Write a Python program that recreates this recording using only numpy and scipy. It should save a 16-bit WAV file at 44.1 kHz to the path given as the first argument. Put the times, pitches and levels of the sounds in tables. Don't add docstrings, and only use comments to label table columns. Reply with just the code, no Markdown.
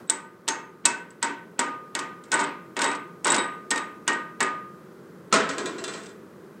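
import sys
import numpy as np
from scipy import signal
from scipy.io import wavfile
from scipy.ndimage import uniform_filter1d

SR = 44100
rng = np.random.default_rng(int(sys.argv[2]) if len(sys.argv) > 2 else 0)


def volts_from_db(level):
    exponent = np.asarray(level, float) / 20
    return 10 ** exponent


def generate_wav(sig):
    pcm = np.round(np.clip(np.atleast_2d(sig).T, -1, 1) * 32767).astype(np.int16)
    wavfile.write(sys.argv[1], SR, pcm)


N = 291058

# t/s, crack peak level/dB, plate level/dB, head ring
# level/dB, free fin level/dB
BLOWS = [(0.0978, -2, -27.5, -8, -33.5), (0.4847, 2.5, -27, -29, -32.5), (0.854, 4, -21, -7, -45),
         (1.2275, 0, -23.5, -47.5, -52), (1.5921, 0, -20, -17, -19.5), (1.951, -3.5, -26, -47, -25.5),
         (2.3175, -2, -25, -28, -19.5), (2.7666, -11, -23, -55.5, -28.5), (2.8425, -6.5, -19.5, -28, -24.5),
         (3.246, -9, -40, -17, -22), (3.3813, -25, -20.5, -25, -21.5), (3.7124, -1, -22, -35.5, -24),
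         (4.0782, 1, -18.5, -43, -22), (4.405, -1, -18.5, -47, -17)]
# t/s, crack peak level/dB, plate level/dB, head ring level/dB
SKIPS = [(0.4787, -3.5, -25.5, -34.5), (0.8586, 4, -30.5, -22.5), (0.9125, -25, -43, -52),
         (1.1052, -33.5, -54, -47), (1.2438, -18, -27, -22.5), (1.9903, -8, -27.5, -64),
         (2.2382, -28, -55, -60), (2.3272, -6, -22, -30), (2.3405, -33, -22, -14.5),
         (2.4394, -18, -25, -28.5), (2.791, -8, -25, -60), (2.817, -1, -18, -60), (3.2553, -30.5, -18, -38),
         (3.269, -4.5, -28, -49), (3.296, -25, -26, -29), (3.3025, -6.5, -36, -11),
         (3.32, -19, -17.5, -12.5), (3.706, -2.5, -29, -19), (3.7588, -13, -25.5, -51),
         (3.7774, -11, -39, -48), (4.1304, -23, -36, -33), (4.4273, -9.5, -31, -20.5)]
# start t/s, length t/s, grit level/dB, push level/dB, push swell level/dB
DRAGS = [
    (2.25, 0.038, -58, -52, 0),
    (2.319, 0.11, -31.5, -23.5, -0.5),
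    (2.808, 0.12, -31, -31, 3),
    (3.249, 0.11, -25.5, -26, 5.5),
    (5.576, 0.35, -52, -38, -9),
    (5.887, 0.21, -47.5, -51.5, -1),
]
# t/s, crack peak level/dB, bench level/dB, jingle level/dB
DROPS = [
    (5.326, -1.5, -11.5, -53),
    (5.3388, 0, -17, -30),
    (5.358, -10, -30, -37),
    (5.4902, -16, -25.5, -30),
    (5.5819, -11, -29.5, -30),
    (5.658, -11.5, -32, -29),
    (5.7828, -29, -37, -33.5),
    (5.8399, -9.5, -38.5, -29),
    (5.8788, -16.5, -31.5, -30.5),
    (5.9365, -24, -34.5, -35),
]
# t/s, high ring level/dB, low ring level/dB
LIFTS = [(.075, -51.5, -65.5), (.086, -53, -72), (.106, -28.5, -47), (1.246, -44, -58), (2.842, -25, -33),
         (2.875, -30, -53), (3.29, -45, -30), (3.382, -20.5, -29), (3.759, -31, -39), (4.133, -40.5, -69)]
# f/Hz, t60/s, beat f/Hz
SONG = [(7995, 0.077, 49), (3800, .13, 12)]
# t/s, f/Hz, level/dB
ACCENTS = [(.098, 905, -38.5), (.485, 900, -35), (.487, 2603, -40.5), (.486, 6410, -29.5),
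           (.856, 950, -32.5), (.855, 1530, -40.5), (.855, 2010, -49), (.856, 2604, -29), (.856, 6500, -42),
           (1.228, 925, -30), (1.227, 910, -34), (1.24, 285, -34.5), (1.227, 5900, -46),
           (1.592, 940, -31.5), (1.592, 260, -34), (2.326, 1497, -26.5), (2.34, 1896, -38),
           (2.341, 1400, -35), (2.819, 1070, -45), (2.79, 1490, -31), (3.27, 1495, -31),
           (3.253, 990, -31.5), (3.711, 1840, -27.5), (3.712, 1526, -37.5), (4.08, 1873, -25.5),
           (4.078, 2903, -36), (4.077, 1600, -34), (4.405, 1700, -30), (4.425, 380, -34.5)]
# f/Hz, level/dB against the plates
EVERY_BLOW = [(1515, -13), (1893, -12), (2196, -18), (2603, -24)]
# f/Hz, t60/s
ACCENT_DECAY = [(300, .35), (930, 0.42), (1500, .55), (1850, 0.35), (2600, 0.28), (6000, .15)]
# f/Hz, level/dB, t60/s
HEAD_MODES = [(3730, -25, .2), (6400, -32.5, .05), (7370, -15, 0.11), (7990, -4.5, 0.21), (8514, -1, 0.04)]
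# f/Hz, level/dB, t60/s
PLATE_MODES = [(290, -6, .2), (395, -5, .15), (620, -11, .15), (765, -16, .15), (921, 0, .2),
               (953, -4, .18), (980, -3, .18), (1035, -4, .18), (1165, -8, .18), (1455, -7, .15),
               (1495, -1, .17), (1545, -4, .17), (1668, -7, .17), (1872, -3, .15), (1930, -7, .15),
               (2025, -6, .15), (2100, -9, .15), (2200, -8, .15), (2600, -9, .15)]
# f/Hz, level/dB, t60/s
BENCH_MODES = [(217, -2, 0.092), (279, -1.5, 0.23), (418, -2, 0.22), (512, -15, 0.16), (661, -1, 0.13),
               (1012, -6.5, .18), (1076, -3, 0.14), (1300, 1, 0.085), (1454, -4, 0.13), (1894, -8.5, 0.079)]
# f/Hz, level/dB, t60/s
LOOSE_MODES = [(1405, -2, .15), (1660, -1, .2), (1900, -3, .15), (2400, -6, .15), (2730, -6, .15),
               (3180, -8, .1), (3520, -2, .09), (3850, -7, .1), (4090, -7, .1), (4495, -8, .07),
               (4870, -8, .1), (5370, -10, .07), (5860, -8, .1), (6300, -8, .1), (6770, -5, .1),
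               (7560, -6, .1), (7750, -5, .1), (7960, -4, .12), (8440, -6, .08), (8700, -9, .08)]
# f/Hz, level/dB per Hz
CRACK = [(880, -32.5), (1500, -18.5), (3580, -5), (4230, -12.5), (6310, -5.5), (7380, -10.5), (8210, 18.5),
         (12300, -46), (15500, -44.5)]
# f/Hz, level/dB per Hz
SIZZLE = [(1180, -34.5), (2000, -0.5), (2170, -24.5), (2620, -19.5), (4820, -9), (8050, -4.5), (9320, -2),
          (11200, -51.5), (14000, -46)]
# f/Hz, level/dB per Hz
RATTLE = [(47, -62.5), (80, -23.5), (160, -14.5), (298, -3.5), (772, -12), (1210, -3), (1320, -8.5),
          (1860, -9.5), (2300, -13.5), (5000, -23), (6500, -48), (11000, -120)]
# f/Hz, level/dB per Hz
BOOM = [(35, -62), (60, 11.5), (199, -20.5), (295, -12), (418, 3), (786, -10), (896, -5), (1330, 1),
        (2440, -9), (7930, -12.5), (11000, 0), (14300, -61), (22000, -120)]
# f/Hz, t60/s
DYING = [(100, 0.27), (300, 0.65), (1000, 0.57), (2500, 0.59), (5000, 0.3), (8000, 0.31), (14000, .2)]
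# f/Hz, level/dB per Hz
SHOP = [(15, -76), (25, -55), (92, -21.5), (108, -17.5), (195, -1), (309, -16.5), (344, -4), (427, -6),
        (863, -31), (988, 0), (1160, -22), (1520, -20), (2350, -36), (14800, -45), (16000, -62)]
# t/s, level/dB
SHOP_LEVEL = [(0, -41), (.09, -50), (.8, -50), (2, -47), (6.6, -46)]

FIN_HZ, FIN_T60_S = 1227, .66
BEAT_SHARE = .008
FREE_S, SKIP_FIN_DB = 0.0068, -16
BITE_DB_PER_S, LET_GO_DB_PER_S, GRIT_THINS_DB_PER_S = 2500, 500, 2.5
BENCH_S, SLIDE_S = 5, 5.86


def contacts():
    skips = [(s, crack_db, plate_db, ring_db, plate_db + SKIP_FIN_DB) for s, crack_db, plate_db, ring_db in SKIPS]
    return np.insert(np.transpose(BLOWS + skips), obj=4, values=FREE_S, axis=0)


def cracks(times, crack_db):
    power = clicks(times, volts_from_db(2 * crack_db))
    between_bounces = (np.arange(N) > BENCH_S * SR) & (np.arange(N) < SLIDE_S * SR)
    grains = (drag("grit") * ~between_bounces * grit(per_s=490.0, spread_db=9.5)) ** 2
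    snap = volts_from_db(-12.5) * np.sqrt(fading(power, 0.039) + volts_from_db(-19.5) * fading(grains, 0.048))
    bright = sum(noise for hz, noise in bands(CRACK))
    sizzle = tail(power + volts_from_db(-48) * grains, SIZZLE, longer=0.84, rise_cycles=6.9)
    return snap * bright + volts_from_db(-32) * sizzle


def ticks(times, crack_db):
    white = rng.standard_normal(N)
    power = clicks(times, volts_from_db(2 * crack_db))
    burst = np.sqrt(fading(power, 0.015)) * white
    fizz = burst + volts_from_db(-11) * drag("grit") * white
    splash = np.sqrt(fading(power, 0.14)) * white
    top = bandpass(2, 9000, 11500, burst) + volts_from_db(-13.5) * bandpass(3, 9300, 10900, splash)
    air = bandpass(3, 13000, 15500, fizz)
    return volts_from_db(-27.5) * top + volts_from_db(-37.0) * air


def head(times, ring_db, free_s):
    t, out = np.arange(SR // 2) / SR, np.zeros(N + SR)
    share_db = 1.0 * rng.standard_normal((len(times), len(HEAD_MODES)))
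    for s, db, free, shares in zip(times, ring_db, free_s, share_db):
        damped = volts_from_db(-20.5) + (1 - volts_from_db(-17.0)) * np.exp(-np.clip(t - free, 0, None) / 0.0011)
        tone = sum(volts_from_db(mode_db + share - 60 * t / t60) * np.sin(2 * np.pi * hz * t)
                   for (hz, mode_db, t60), share in zip(HEAD_MODES, shares))
        start = int(s * SR)
        out[start:start + len(t)] += volts_from_db(db + 3.0) * damped * tone
    return out[:N]


def drag(kind):
    t, out_db = np.arange(N) / SR, -150
    for s, length, grit_db, push_db, swell_db in DRAGS:
        held = np.clip(t - s, 0, length)
        if kind == "grit":
            db = grit_db - GRIT_THINS_DB_PER_S * held
        else:
            db = push_db + swell_db * held / length
        db = db - BITE_DB_PER_S * np.clip(s - t, 0, 1)
        db = db - LET_GO_DB_PER_S * np.clip(t - s - length, 0, 1)
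        out_db = np.maximum(out_db, db)
    return volts_from_db(out_db)


def grit(per_s, spread_db):
    sizes = volts_from_db(spread_db * np.minimum(rng.exponential(1, N), 3)) * rng.choice([-1, 1], N)
    return rms_one(sizes * (rng.random(N) < per_s / SR))


def plates():
    s, _, plate_db, _, _, fin_db = contacts()
    push = drag("push") * (np.arange(N) < BENCH_S * SR)
    rub = volts_from_db(-36.5) * push * grit(per_s=820.0, spread_db=1.5)
    modes = struck(PLATE_MODES, s, plate_db - 17.5, rub, spread_db=3.0, chatter_db=-26.0, chatter_t60=0.43)
    power = clicks(s, volts_from_db(2 * fin_db))
    swell = np.sqrt(fading(power, FIN_T60_S)) - np.sqrt(fading(power, 0.28))
    fin = swell * np.sin(2 * np.pi * FIN_HZ * np.arange(N) / SR)
    shaken = clicks(s, volts_from_db(2 * plate_db)) + volts_from_db(-77) * push ** 2
    rattle = tail(shaken, RATTLE, longer=0.82, rise_cycles=2.0)
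    return modes + accents(), fin + volts_from_db(-6.5) * rattle


def accents():
    t, out = np.arange(SR // 2) / SR, np.zeros(N + SR)
    usual = [(row[0], hz, row[2] + db + 2.5 * rng.standard_normal()) for row in BLOWS for hz, db in EVERY_BLOW]
    rows = [(s, hz, db, at_hz(ACCENT_DECAY, hz), BEAT_SHARE * hz) for s, hz, db in ACCENTS + usual]
    rows += [(s, hz, db, t60, beat_hz) for s, *levels in LIFTS for db, (hz, t60, beat_hz) in zip(levels, SONG)]
    for s, hz, db, t60, beat_hz in rows:
        cluster = sum(height * np.sin(2 * np.pi * (hz + k * beat_hz) * t)
                      for height, k in [(0.91, 0), (0.81, 0.92), (-0.47, -1.4)])
        start = int(s * SR)
        out[start:start + len(t)] += volts_from_db(db - 60 * t / t60) * cluster
    return out[:N]


def bench():
    s, _, bench_db, jingle_db = np.transpose(DROPS)
    push = drag("push") * (np.arange(N) > BENCH_S * SR)
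    grains = grit(per_s=400.0, spread_db=0.5)
    rub = volts_from_db(-34.0) * push * grains
    modes = struck(BENCH_MODES, s, bench_db - 16.5, rub, spread_db=4.5, chatter_db=-23.5, chatter_t60=0.46)
    slide = volts_from_db(-35) * drag("grit") * (np.arange(N) > SLIDE_S * SR) * grains
    jingle = struck(LOOSE_MODES, s, jingle_db - 12, slide, spread_db=3.5, chatter_db=-21.5, chatter_t60=0.074)
    shaken = clicks(s, volts_from_db(2 * bench_db)) + volts_from_db(-64) * push ** 2
    boom = tail(shaken, BOOM, longer=1.0, rise_cycles=2.9)
    rumble = ring(push * rng.standard_normal(N), 370, 0.029)
    return modes + jingle, volts_from_db(-4) * boom + volts_from_db(-11.5) * rumble


def shop():
    level_db = np.interp(np.arange(N) / SR, *np.transpose(SHOP_LEVEL))
    return volts_from_db(level_db) * sum(noise for hz, noise in bands(SHOP))


def struck(modes, times, db, rub, spread_db, chatter_db, chatter_t60):
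    share_db = spread_db * rng.standard_normal((len(times), len(modes)))
    chatter = np.sqrt(fading(clicks(times, volts_from_db(2 * (db + chatter_db))), chatter_t60))
    feed = rub + chatter * rng.standard_normal(N)
    return sum(volts_from_db(mode_db) * ring(clicks(times, volts_from_db(db + share_db[:, k])) + feed, hz, t60)
               for k, (hz, mode_db, t60) in enumerate(modes))


def ring(force, hz, t60):
    r, w = volts_from_db(-60 / (t60 * SR)), 2 * np.pi * hz / SR
    return signal.lfilter([0, np.sin(w)], [1, -2 * r * np.cos(w), r * r], force)


def tail(power, spectrum, longer, rise_cycles):
    out = np.zeros(N)
    for hz, noise in bands(spectrum):
        r = np.exp(-hz / (rise_cycles * SR))
        dying = fading(power, longer * at_hz(DYING, hz))
        out += noise * np.sqrt(signal.lfilter([1 - r], [1, -r], dying))
    return out


def bands(spectrum):
    edges = 25 * 2 ** (np.arange(29) / 3)
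    centres = np.sqrt(edges[1:] * edges[:-1])
    white = rng.standard_normal((2, N))
    heard = [k for k, hz in enumerate(centres) if spectrum[0][0] < hz < spectrum[-1][0]]
    noise = [volts_from_db(at_hz(spectrum, centres[k])) * bandpass(2, edges[k], edges[k + 1], white[k % 2]) for k in heard]
    return zip(centres[heard], noise / np.std(sum(noise)))


def bandpass(order, low_hz, high_hz, x):
    return signal.sosfilt(signal.butter(order, [low_hz, high_hz], "band", fs=SR, output="sos"), x)


def clicks(times, heights):
    train = np.full(N, 1e-18)
    np.add.at(train, (np.asarray(times) * SR).astype(int), heights)
    return train


def fading(power, t60):
    return signal.lfilter([1], [1, -volts_from_db(-120 / (t60 * SR))], power)


def at_hz(points, hz):
    table_hz, values = np.array(points)[:, 0], np.array(points)[:, 1]
    return np.interp(np.log(hz), np.log(table_hz), values)


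def rms_one(x):
    return x / np.sqrt(np.mean(x ** 2) + 1e-20)


def workshop(x, t60, wet_db):
    t = np.arange(SR // 2) / SR
    echoes = rng.standard_normal(len(t)) * volts_from_db(-60 * t / t60) * (t > .004)
    return x + volts_from_db(wet_db) * signal.fftconvolve(x, echoes / np.linalg.norm(echoes))[:N]


def microphone(near):
    near = signal.sosfilt(signal.butter(3, 190, "high", fs=SR, output="sos"), near)
    return signal.sosfilt(signal.cheby2(8, 55, 10400, fs=SR, output="sos"), near)


def scene():
    blows, drops = contacts(), np.transpose(DROPS)
    s, crack_db = np.hstack([blows[:2], drops[:2]])
    (plate_rings, rattle), (bench_rings, boom) = plates(), bench()
    rings = workshop(plate_rings + bench_rings, t60=0.31, wet_db=-5.5)
    hammer = workshop(head(blows[0], blows[3], blows[4]), t60=0.25, wet_db=-13.5)
    near = cracks(s, crack_db) + hammer + rings + rattle + boom
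    whistle = ring(clicks(blows[0], volts_from_db(blows[3] - 44.5)), 13200, 0.12)
    return (microphone(near) + whistle + ticks(s, crack_db) + shop())[None]


def smear_ahead(x):
    power = uniform_filter1d(bandpass(3, 900, 3400, x) ** 2, size=200)
    ahead = fading(power[::-1], 0.035)[::-1] * volts_from_db(-69.5)
    noise = rms_one(bandpass(3, 900, 3400, rng.standard_normal(N)))
    return np.sqrt(np.clip(ahead - power, 0, None)) * noise


def masked_top(x, from_hz, under_db, fall_db):
    hz, _, spec = signal.stft(x, SR, nperseg=512)
    power = np.abs(spec) ** 2
    loud = uniform_filter1d(power.sum(axis=0), size=5)
    limit = volts_from_db(2 * (under_db - fall_db * (hz - from_hz) / 1000))[:, None] * loud
    smooth = uniform_filter1d(uniform_filter1d(power, size=9, axis=0), size=3, axis=1)
    masked = (smooth < limit) & (hz > from_hz)[:, None]
    spec[masked | (hz > 15900)[:, None]] = 0
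    return signal.istft(spec, SR, nperseg=512)[1][:N]


def band_limit(x):
    return signal.sosfilt(signal.butter(12, 16490, fs=SR, output="sos"), x)


def record(dry):
    smeared = dry[0] + smear_ahead(dry[0])
    mix = masked_top(smeared, from_hz=8900, under_db=-56, fall_db=1.7)[None]
    return band_limit(mix)


dry = scene()
out = record(dry)
generate_wav(out)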